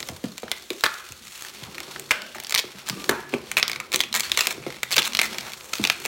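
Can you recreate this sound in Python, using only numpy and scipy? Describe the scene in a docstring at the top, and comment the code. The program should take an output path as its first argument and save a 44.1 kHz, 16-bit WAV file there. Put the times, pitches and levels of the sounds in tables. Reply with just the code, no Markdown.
"""Hands twist a long latex balloon close to a phone microphone, in a furnished room with faint noise.
Scattered slips of the sticking rubber snap and ring the taut skin; the air tube thuds when pinched or bumped.
Snaps crowd together at 2.5 s; a hard thud and thin sine tones (squeaks, a held ring) come near 3 s. From 3.5 s
snaps and creaks (grainy resonant noise) thicken until past 5 s, then thin out to a last few by 6 s.
Throughout, fingers rub over the latex as gritty noise with a hiss above and a rumble below."""
import sys
import numpy as np
from scipy import signal
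from scipy.fft import rfft, irfft, next_fast_len
from scipy.io import wavfile
from scipy.ndimage import uniform_filter1d, map_coordinates

SR = 44100
rng = np.random.default_rng(int(sys.argv[2]) if len(sys.argv) > 2 else 0)


def put_to_file(sound):
    """Save the sound as 16-bit audio at rate SR, in the file named by the first command-line argument."""
    columns = np.atleast_2d(sound).T  # one column per channel
    safe = np.clip(columns, -1, 1)
    whole_steps = np.round(safe * 32767)
    wavfile.write(sys.argv[1], SR, whole_steps.astype(np.int16))


N = 267844  # samples

# room and microphone noise, relative spectrum: (frequency [Hz], density [dB per Hz])
AIR_SPECTRUM = [(15, -35), (28, -19), (55, 18.5), (335, -8), (695, -5), (1440, -12), (3520, -6),
                (4140, 6.5), (4740, -10), (16000, -17)]
# the furnished room's decay: (frequency [Hz], t60 [s])
ROOM_DECAY = [(200, 0.27), (1400, 0.46), (3700, 0.32), (10000, 0.23)]
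# thin tones, squeaks and a held ring: (start [s], length [s], pitch [Hz], level [dB])
THIN_TONES = [(2.92, 0.025, 1205, -42), (2.974, 0.085, 1180, -42.5), (3.16, 0.17, 1700, -42)]
# fingers on latex: (time [s], body level [dB], hiss level [dB], rumble level [dB])
RUBBING_LEVELS = [(0.0, -43, -49, -43.5), (0.29, -48.5, -56, -57), (0.83, -45, -48.5, -58),
                  (1.32, -46, -54, -56), (1.72, -43, -59, -45.5), (2.59, -47, -58, -55.5),
                  (2.74, -44.5, -68, -53), (3.09, -44, -51, -43), (3.36, -47, -62, -47.5),
                  (3.65, -43.5, -65, -44.5), (3.97, -53, -71, -47), (4.34, -40, -56, -47.5),
                  (4.51, -47, -71, -42), (4.9, -44, -58, -53.5), (5.09, -42, -51, -45.5),
                  (5.27, -37, -64, -42.5), (5.6, -43.5, -49, -48.5), (6.07, -41.5, -47, -47.5)]
# resonances of the taut latex: (centre [Hz], width [Hz], level [dB])
SKIN_MODES = [(1370, 640, 2.5), (2470, 1470, 4.5), (3468, 1040, 1), (4235, 240, 1), (5290, 310, -2.5)]
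# relative spectrum of the latex hiss: (frequency [Hz], density [dB per Hz])
HISS_SPECTRUM = [(4500, -120), (6000, 1), (7400, 2), (9000, -4), (15500, -6.5)]
# resonances of the air tube: (centre [Hz], width [Hz], level [dB])
TUBE_MODES = [(72, 36, -2), (140, 16.5, 2), (218.8, 32, 3), (368, 51, 3.5), (510, 50, -3.5), (864, 470, -9)]
# pinches and bumps of the air tube: (time [s], nominal peak [dB], nominal pitch [Hz])
THUDS = [(0.088, -26.5, 680), (0.094, -27.5, 88), (0.114, -38, 342), (0.237, -17.5, 219),
         (0.429, -23.5, 469), (0.703, -23, 376), (0.837, -39, 645), (1.101, -37, 80.4), (1.619, -33, 127),
         (1.68, -36.5, 197), (1.786, -43, 300), (1.803, -32.5, 860), (1.876, -37, 347), (1.879, -36.5, 794),
         (1.956, -34, 870), (2.353, -30, 865), (2.382, -32.5, 840), (2.637, -31, 410), (2.745, -36.5, 207),
         (2.899, -26, 139.3), (2.925, -31, 148), (2.969, -32.5, 222), (2.995, -39, 250), (3.09, -11.5, 370),
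         (3.09, -22, 860), (3.328, -22.5, 295), (3.336, -16.5, 420), (3.621, -36, 610), (3.938, -25.5, 350),
         (4.471, -30, 610), (4.576, -32.5, 370), (4.662, -19.5, 374), (4.969, -22.5, 554),
         (4.981, -20, 960), (5.186, -40, 410), (5.289, -52, 197), (5.793, -22, 218), (5.797, -31, 101),
         (6.05, -25, 560)]
# the skin rings on after a big snap: (start [s], ring [Hz], level [dB], t60 [s])
AFTER_RINGS = [(0.518, 2050, -37, 0.31), (0.869, 1373, -33.5, 0.72), (2.116, 580, -43.5, 1),
               (2.116, 1524, -32, 0.47), (2.116, 2970, -37, 0.75), (3.094, 924, -31.5, 0.51),
               (3.097, 1340, -29.5, 0.46), (3.12, 1630, -42.5, 1), (3.632, 1314, -37.5, 0.64),
               (3.805, 1250, -39, 0.23), (5.903, 1450, -43, 0.55)]
# modes of that ringing: (multiple of the ring [1], width as a share of the ring [1], level [dB])
AFTER_MODES = [(0.42, 0.21, -9.5), (1, 0.11, 8.5), (1.21, 0.089, 3), (1.42, 0.14, -1.5), (1.85, 0.081, -1)]
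# hoarse creaks, where the slips run together:
# (start [s], end [s], resonance [Hz], first level [dB], last level [dB])
CREAKS = [(0.836, 0.873, 1440, -25.5, -30), (1.164, 1.255, 4160, -68, -58), (1.345, 1.443, 4200, -49, -54),
          (1.74, 1.814, 2170, -59, -41), (2.347, 2.376, 1880, -34, -47), (2.525, 2.606, 2060, -67, -34),
          (3.578, 3.614, 2240, -38, -51), (3.927, 3.963, 2470, -34, -29), (4.001, 4.03, 4380, -34, -52),
          (4.14, 4.207, 1950, -27, -35), (4.233, 4.283, 4350, -31, -38.5), (4.372, 4.464, 2720, -25, -31.5),
          (4.456, 4.531, 2440, -41, -25.5), (4.924, 4.949, 4300, -27, -27), (4.982, 5.02, 3280, -14, -45),
          (5.065, 5.081, 2290, -26.5, -15.5), (5.229, 5.285, 1940, -25, -42), (5.328, 5.37, 760, -43, -42),
          (5.419, 5.517, 800, -47, -43), (5.732, 5.771, 2240, -24.5, -42), (6.038, 6.067, 2640, -33.5, -33)]
# single stick-slip snaps:
# (time [s], nominal peak [dB], low ring [Hz], brightness [dB], crack against the peak [dB])
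SLIPS = [(0.0034, -17.5, 2210, 4, -2.5), (0.028, -15.5, 2010, 7.5, -14), (0.0876, -16, 2060, 7, -4),
         (0.2406, -31.5, 1400, -7, -5), (0.38, -17, 2390, 4.5, -4.5), (0.4808, -25, 1560, -2, -33),
         (0.5157, -4.5, 2230, 8, -5.5), (0.7037, -14, 2420, 5, -8.5), (0.8086, -22, 1420, 16, -1),
         (0.858, -11, 1590, 2, -15), (0.8626, -7.5, 1530, 1, -26), (1.1216, -24.5, 2660, 4, -2),
         (1.4224, -24, 1750, 8, 1.5), (1.449, -24, 1695, 1, -3.5), (1.746, -24.5, 2240, 2, -20),
         (1.7816, -18, 2160, -3, -11), (1.8034, -18, 2260, 7, -8), (1.961, -20, 1650, -6, -29),
         (1.9964, -20.5, 2340, 5, 2), (2.2194, -22.5, 1820, 11, -6.5), (2.3833, -24, 1900, 0, -7),
         (2.4005, -17.5, 2310, 7, -1), (2.4366, -36, 2380, 0, 12), (2.447, -17, 2190, 17, -10),
         (2.4686, -17, 2520, 20, -6), (2.4957, -17, 2400, 10, -4), (2.508, -15.5, 2310, 7, -2),
         (2.5235, -9.5, 2120, 4.5, -4), (2.5429, -8.5, 2250, 1, -6), (2.5486, 1, 2280, 20, -6),
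         (2.5593, -6.5, 2114, 2.5, -14), (2.8878, -15.5, 1660, 8, 3), (2.8978, -7.5, 2230, 10, -6.5),
         (3.0419, -14, 2470, 8.5, -14), (3.111, -17, 1760, -3, -3), (3.327, -32, 3240, -9, -12),
         (3.3381, -15, 2390, -24, -30), (3.5154, -12.5, 2220, -5, 0.5), (3.5695, -2.5, 2544, 2, -8.5),
         (3.628, 2, 2110, 10.5, -29), (3.68, -7.5, 2380, 12, -9), (3.697, -16, 2250, -7, -4),
         (3.716, -13, 2320, 6, -8.5), (3.7312, -15.5, 2250, 4, -13), (3.7598, -16, 2234, 2, -13),
         (3.801, -14.5, 2243, -4, -10), (3.9188, -16, 2300, 3, -5), (3.9284, -14, 2320, 3, -3),
         (3.938, -8, 2540, 6, -9), (3.9439, -3, 2017, 7, -10.5), (3.9592, -7, 2380, 7, -1),
         (3.9924, -20, 2060, 12, -2), (4.0045, -3, 2220, 9.5, -9), (4.0116, -9.5, 2080, 13, -5),
         (4.0367, -13, 2560, 4, -11), (4.1276, -12, 2200, 18, -9.5), (4.141, -9.5, 1920, 15, -5),
         (4.197, -10, 2240, 5, 3.5), (4.206, -9, 2360, 9, -1), (4.2332, -17, 2270, 15, -9),
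         (4.3176, -3.5, 2575, 10, -10), (4.374, -4, 2223, 2.5, -2.5), (4.391, -4.5, 2026, 4.5, -18),
         (4.4081, -3.5, 2670, 3, -5), (4.4357, -14, 2550, 11, -12), (4.4574, -18, 2110, 0, -19),
         (4.4703, -2.5, 2495, 4.5, -3), (4.5079, -13, 2380, -1, -4), (4.668, -32, 1170, 0, -11),
         (4.8318, -7.5, 2148, -1, -4), (4.908, -17, 2210, 5, -3), (4.9146, -10.5, 2235, 4, -6),
         (4.9205, -12, 2180, 7, -1), (4.9594, -16, 2370, 0, -3), (4.965, -4.5, 2710, 28, -1),
         (4.9682, -2.5, 2657, 3.5, -5), (4.9809, 3.5, 2270, 7.5, -27), (5.122, -21.5, 2500, 2, -12),
         (5.1334, -12.5, 2380, 16, -13), (5.1497, -7, 2310, 9, -10), (5.1702, -6, 2460, 13, -8),
         (5.1908, 0, 2170, 3.5, -16), (5.1961, -8, 2260, 1, -10), (5.2151, -4, 2298, -2.5, -3),
         (5.232, -17, 2240, -2, -5), (5.2616, -15, 2530, 8, -10), (5.346, -24.5, 2200, -3, -21),
         (5.384, -9.5, 2320, 6.5, -11), (5.6087, -23.5, 2380, 7, -23), (5.7356, -9.5, 2090, 11, -21),
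         (5.754, -17.5, 2250, 9, -8), (5.7835, -22, 2400, 8, -4), (5.8396, -4.5, 2360, 3.5, -6.5),
         (5.8505, -3, 2640, 2.5, -14), (5.8728, -7.5, 2640, 8, -10.5), (5.8991, 0.5, 2530, 3.5, -14.5)]
# runs of slips at a nearly steady pace: (start [s], end [s], pace [slips per s], first level [dB],
# last level [dB], mean low ring [Hz], mean brightness [dB], mean crack against the peak [dB])
RUNS = [(0.838, 0.844, 277, 0.5, -15, 1573, 1.5, -11), (2.1092, 2.12, 258, -1, -12.5, 2394, -4.5, -10.5),
        (3.0923, 3.098, 490, -2.5, -15.5, 1730, 2.5, -5), (2.577, 2.598, 204, -8.5, -5.5, 2343, 9.5, -8.5),
        (3.577, 3.602, 195, -11, -16.5, 2240, -3, -7), (4.1502, 4.175, 170, -11, -16, 2097, 6, -0.5),
        (4.9255, 4.944, 210, -12.5, -26, 4250, -10, -4), (5.02, 5.038, 115, -13, -16, 2600, 8, -12),
        (5.0415, 5.063, 225, -14.5, -13.5, 2410, 11, -6.5), (1.222, 1.237, 92, -33, -29, 2800, 27, -24),
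        (4.626, 4.682, 77, -31, -33, 2260, -13, -17), (4.703, 4.788, 48, -23.5, -26, 2150, 1.5, -12),
        (5.502, 5.54, 62, -24, -14.5, 2230, 9, -8), (6.0518, 6.066, 140, -11.5, -14.5, 2353, 1.5, -5)]

TONE_FADE_DB_PER_S, TONE_WAVER = 50, 0.004  # waver as a share of the pitch
THUD_FLOOR_HZ = 63  # the tube radiates little below
SLAP_DB, SLAP_T60_S = -3, 0.047  # skin slap against a thud
SLAP_LOW_HZ, SLAP_HIGH_HZ = 600, 3570
RASP_DB = 0  # broad rasp against a creak's resonance
CRACK_BODY_DB = -7.5  # gain of a crack's mid band beside its hiss
# scatter within a run: share of a gap, dB, share of the pitch
PACE_JITTER, SIZE_SCATTER_DB, RING_SCATTER = 0.06, 1.5, 0.038
TOP_HZ = 16000  # the microphone's band limit


def amp(db):
    """Gain of a level in dB."""
    return 10 ** (np.asarray(db) / 20)


def unit(x):
    """x at rms 1."""
    return x / np.sqrt(np.mean(x ** 2) + 1e-20)


def along(points, hz):
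    """Values of (Hz, value) points read on a log frequency axis."""
    f, v = np.transpose(points)
    return np.interp(np.log(hz + 1), np.log(f + 1), v)


def curves(rows):
    """One value per sample for each column after the time."""
    s, *cols = np.transpose(rows)
    return [np.interp(np.arange(N) / SR, s, c) for c in cols]


def wobble(rate):
    """A smooth random curve, rate knots a second."""
    knots = rng.standard_normal(int(N * rate / SR) + 4)
    return map_coordinates(knots, [np.arange(N) * rate / SR])


def filtered(x, response):
    """x times a complex response of frequency."""
    m = next_fast_len(N + SR // 2)
    return irfft(rfft(x, m) * response(np.fft.rfftfreq(m, 1 / SR)), m)[..., :N]


def placed(times, shapes):
    """Each row of shapes laid down at its time."""
    at = np.round(times * SR).astype(int)[:, None] + np.arange(shapes.shape[1])
    return np.bincount(at.ravel(), shapes.ravel(), N + SR)[:N]


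def modes(table):
    """The causal response of a set of resonances, alternating in sign."""
    def response(f):
        return sum((-1) ** k * amp(db) * 1j * f * w / (c * c - f * f + 1j * f * w)
                   for k, (c, w, db) in enumerate(table))
    return response


def slap_band(f):
    """The broad middle band in which struck skin speaks."""
    return 1j * f / (SLAP_LOW_HZ + 1j * f) * (SLAP_HIGH_HZ / (SLAP_HIGH_HZ + 1j * f)) ** 2


def gritty(rate, spread_db, smooth):
    """Noise sprinkled with tiny slips of random size, rate a second, over a smooth share."""
    sizes = amp(spread_db * rng.exponential(size=N).clip(0, 3))
    ticks = (rng.random(N) < rate / SR) * sizes
    puffs = signal.lfilter([1], [1, -np.exp(-1 / (0.0023 * SR))], ticks)  # each dies over 2.3 ms
    return rng.standard_normal(N) * (smooth + unit(puffs))


def still_air():
    """Steady, faint room and microphone noise, shaped by its spectrum."""
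    noise = rng.standard_normal(N)
    return amp(-60) * unit(filtered(noise, lambda f: amp(along(AIR_SPECTRUM, f))))


def room(x, count=12):
    """The room's answer, each frequency dying at its own speed, redrawn for each of count equal stretches."""
    out = np.zeros(N + SR)
    for part in np.array_split(np.arange(N), count):
        hz, t, grains = signal.stft(rng.standard_normal(SR // 2), SR, nperseg=256)
        decay = amp(-60 * t / along(ROOM_DECAY, hz)[:, None])
        tail = signal.istft(grains * decay, SR, nperseg=256)[1]
        wet = signal.fftconvolve(x[part], tail / np.linalg.norm(tail))
        out[part[0] + 150:][:len(wet)] += wet  # 150 samples (3.4 ms) late
    return out[:N]


def thin_tones():
    """Short, faint sine tones, squeaks and a held ring, that nearly hold their pitch and fade."""
    out, t = np.zeros(N), np.arange(N) / SR
    cycles_per_hz = np.cumsum(1 + TONE_WAVER * wobble(40)) / SR
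    for s, length, hz, db in THIN_TONES:
        on = uniform_filter1d(1. * (t > s) * (t < s + length), size=300)
        level = amp(db - TONE_FADE_DB_PER_S * np.abs(t - s))
        out += on * level * np.sin(2 * np.pi * hz * cycles_per_hz)
    return out


def rubbing():
    """Fingers drag on the skin: gritty noise in its resonances, which come and go, a hiss above, a rumble below."""
    body_db, hiss_db, rumble_db = curves(RUBBING_LEVELS)
    drag_db = 1.8 * wobble(25)
    grit = gritty(rate=150, spread_db=5.5, smooth=1.5)
    skin = sum(amp(2.67 * wobble(8)) * filtered(grit, modes([mode])) for mode in SKIN_MODES)
    body = amp(body_db + drag_db) * unit(skin)
    hiss = unit(filtered(grit, lambda f: amp(along(HISS_SPECTRUM, f))))
    hiss = amp(hiss_db + 0.5 * drag_db + 2.9 * wobble(5.84)) * hiss
    # every mode of the tube swells and fades on its own
    rumble = unit(sum(amp(4.5 * wobble(9)) * filtered(rng.standard_normal(N), modes([mode]))
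                      for mode in TUBE_MODES))
    return body + hiss + amp(rumble_db) * rumble


def thuds():
    """A soft push: a few cycles that drop fast, then sag, in pitch, the skin slaps and the air tube hums on."""
    s, db, hz = np.transpose(THUDS)[:, :, None]
    t = np.arange(SR // 8) / SR
    peak = 0.846 / hz  # the swell peaks after a little under one cycle
    swell = t / peak * np.exp(1 - t / peak)
    sag = 0.62 * peak * (1 - np.exp(-t / peak))
    drop = 0.7 * peak * (1 - np.exp(-3.5 * t / peak))
    push = swell * np.sin(2 * np.pi * hz * (0.831 * t + sag + drop))
    # the tube wobbles after the push; mostly motion slower than the push itself is left
    noise = rng.standard_normal(push.shape)
    shake = [unit(uniform_filter1d(row, size=int(SR / (2 * f)))) for row, f in zip(noise, hz[:, 0])]
    hum = filtered(placed(s[:, 0] + 0.00388, amp(db - 60 * t / 0.054) * shake), modes(TUBE_MODES))
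    slap = amp(db + SLAP_DB - 60 * t / SLAP_T60_S) * rng.standard_normal(push.shape)
    slap = filtered(placed(s[:, 0] + 0.003, slap), slap_band)
    thud = placed(s[:, 0] + 0.00292, amp(db) * push) + amp(-3.0) * hum + slap
    return filtered(thud, lambda f: (1j * f / (THUD_FLOOR_HZ + 1j * f)) ** 3)


def after_rings():
    """After a big snap the skin keeps shaking in a few modes, and dies away."""
    out, t = np.zeros(N), np.arange(N) / SR
    for s, hz, db, t60 in AFTER_RINGS:
        table = [(k * hz, share * hz, level) for k, share, level in AFTER_MODES]
        shaking = unit(filtered(rng.standard_normal(N), modes(table)))
        out += (t > s) * amp(db - 60 * np.abs(t - s) / t60) * shaking
    return out


def creaks():
    """Grainy noise around each creak's resonance, with a broad rasp from the whole skin."""
    out, grit = np.zeros(N), gritty(rate=700, spread_db=5.5, smooth=0.55)
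    rasp = filtered(grit, lambda f: modes(SKIN_MODES)(f) + amp(-7.0 + along(HISS_SPECTRUM, f)))
    for start, end, hz, first_db, last_db in CREAKS:
        a, b = round(start * SR), min(round(end * SR), N)
        band = signal.butter(1, [hz - 200, hz + 220], "bandpass", fs=SR)
        t = np.arange(b - a) / SR
        edges = np.clip(np.minimum(t / .0015, t[::-1] / .006), 0, 1)  # 1.5 ms in, 6 ms out
        fade = edges * amp(np.linspace(first_db, last_db, b - a))
        resonance = unit(signal.lfilter(*band, grit[a:b]))
        out[a:b] += fade * (resonance + amp(RASP_DB) * unit(rasp[a:b]))
    return out


def slip_rows():
    """Single snaps and the slips of every run, as rows like those of the single snaps."""
    rows = [np.array(SLIPS)]
    for start, end, rate, first_db, last_db, hz, bright_db, crack_db in RUNS:
        s = np.arange(start, end, 1 / rate)
        pace, size, ring, bright, crack = rng.standard_normal((len(s), 5)).T
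        db = np.interp(s, [start, end], [first_db, last_db]) + SIZE_SCATTER_DB * size
        rows.append(np.transpose([s + PACE_JITTER * pace / rate, db, hz * (1 + RING_SCATTER * ring),
                                  bright_db + SIZE_SCATTER_DB * bright,
                                  crack_db + SIZE_SCATTER_DB * crack]))
    return np.vstack(rows)


def slips():
    """Each slip rings the skin for a few cycles, low and high, and cracks; its lows arrive a little late."""
    s, db, hz, bright_db, crack_db = slip_rows().T[:, :, None]
    high_share = 1 / (1 + amp(-2 * bright_db))  # of the power
    t = np.arange(SR // 40) / SR
    draw = rng.standard_normal((len(s), 4))
    # after the snap the ring scatters round the skin and flutters
    noise = rng.standard_normal((len(s), len(t)))
    flutter = unit(uniform_filter1d(noise, size=16, axis=1))

    def snap(peak, t60):
        """A fast swell, then a fluttering decay."""
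        scatter = 0.44 * flutter * amp(-60 * t / t60) * (1 - np.exp(-t / peak))
        return t / peak * np.exp(1 - t / peak) + scatter

    partner_hz = hz * (0.762 + 0.05 * draw[:, [0]])
    low = np.sin(2 * np.pi * hz * t) + 0.23 * np.sin(2 * np.pi * partner_hz * t)
    high = sum(amp(level - 8) * np.sin(2 * np.pi * c * (1 + 0.0884 * draw[:, [k + 1]]) * t)
               for k, (c, _, level) in enumerate(SKIN_MODES[2:]))
    # bending waves in the skin are slower the lower they are: a falling chirp
    chirp_cycles = 300 * t + 4 * (1 - np.exp(-t / 0.0032))
    sweep = amp(-18.0 - 60 * t / 0.031) * np.sin(2 * np.pi * chirp_cycles)
    rings = np.sqrt(1 - high_share) * (snap(0.00056, 0.035) * low + sweep)
    rings = rings + np.sqrt(high_share) * snap(0.00043, 0.018) * high
    crack = amp(crack_db) * snap(0.00046, 0.019) * rng.standard_normal((len(s), len(t)))
    cracks = filtered(placed(s[:, 0], amp(db) * crack),
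                      lambda f: amp(along(HISS_SPECTRUM, f)) + amp(CRACK_BODY_DB) * slap_band(f))
    return placed(s[:, 0], amp(db) * rings) + cracks


def scene():
    """The balloon up close, the room's answer to its snaps and thuds, and the still air."""
    snaps, bumps = slips() + creaks() + after_rings(), thuds()
    wet = room(amp(-13) * snaps + amp(-5.0) * bumps)
    return (still_air() + wet + thin_tones() + rubbing() + bumps + snaps)[None]


def record(dry):
    """The phone drops the deepest bass, rounds off the highest peaks and keeps nothing above its band limit."""
    dry = filtered(dry, lambda hz: (1j * hz / (50 + 1j * hz)) ** 2)
    held = dry / (1 + np.abs(dry / .93) ** 5) ** (1 / 5)
    return filtered(held, lambda hz: hz < TOP_HZ)


dry = scene()
out = record(dry)
put_to_file(out)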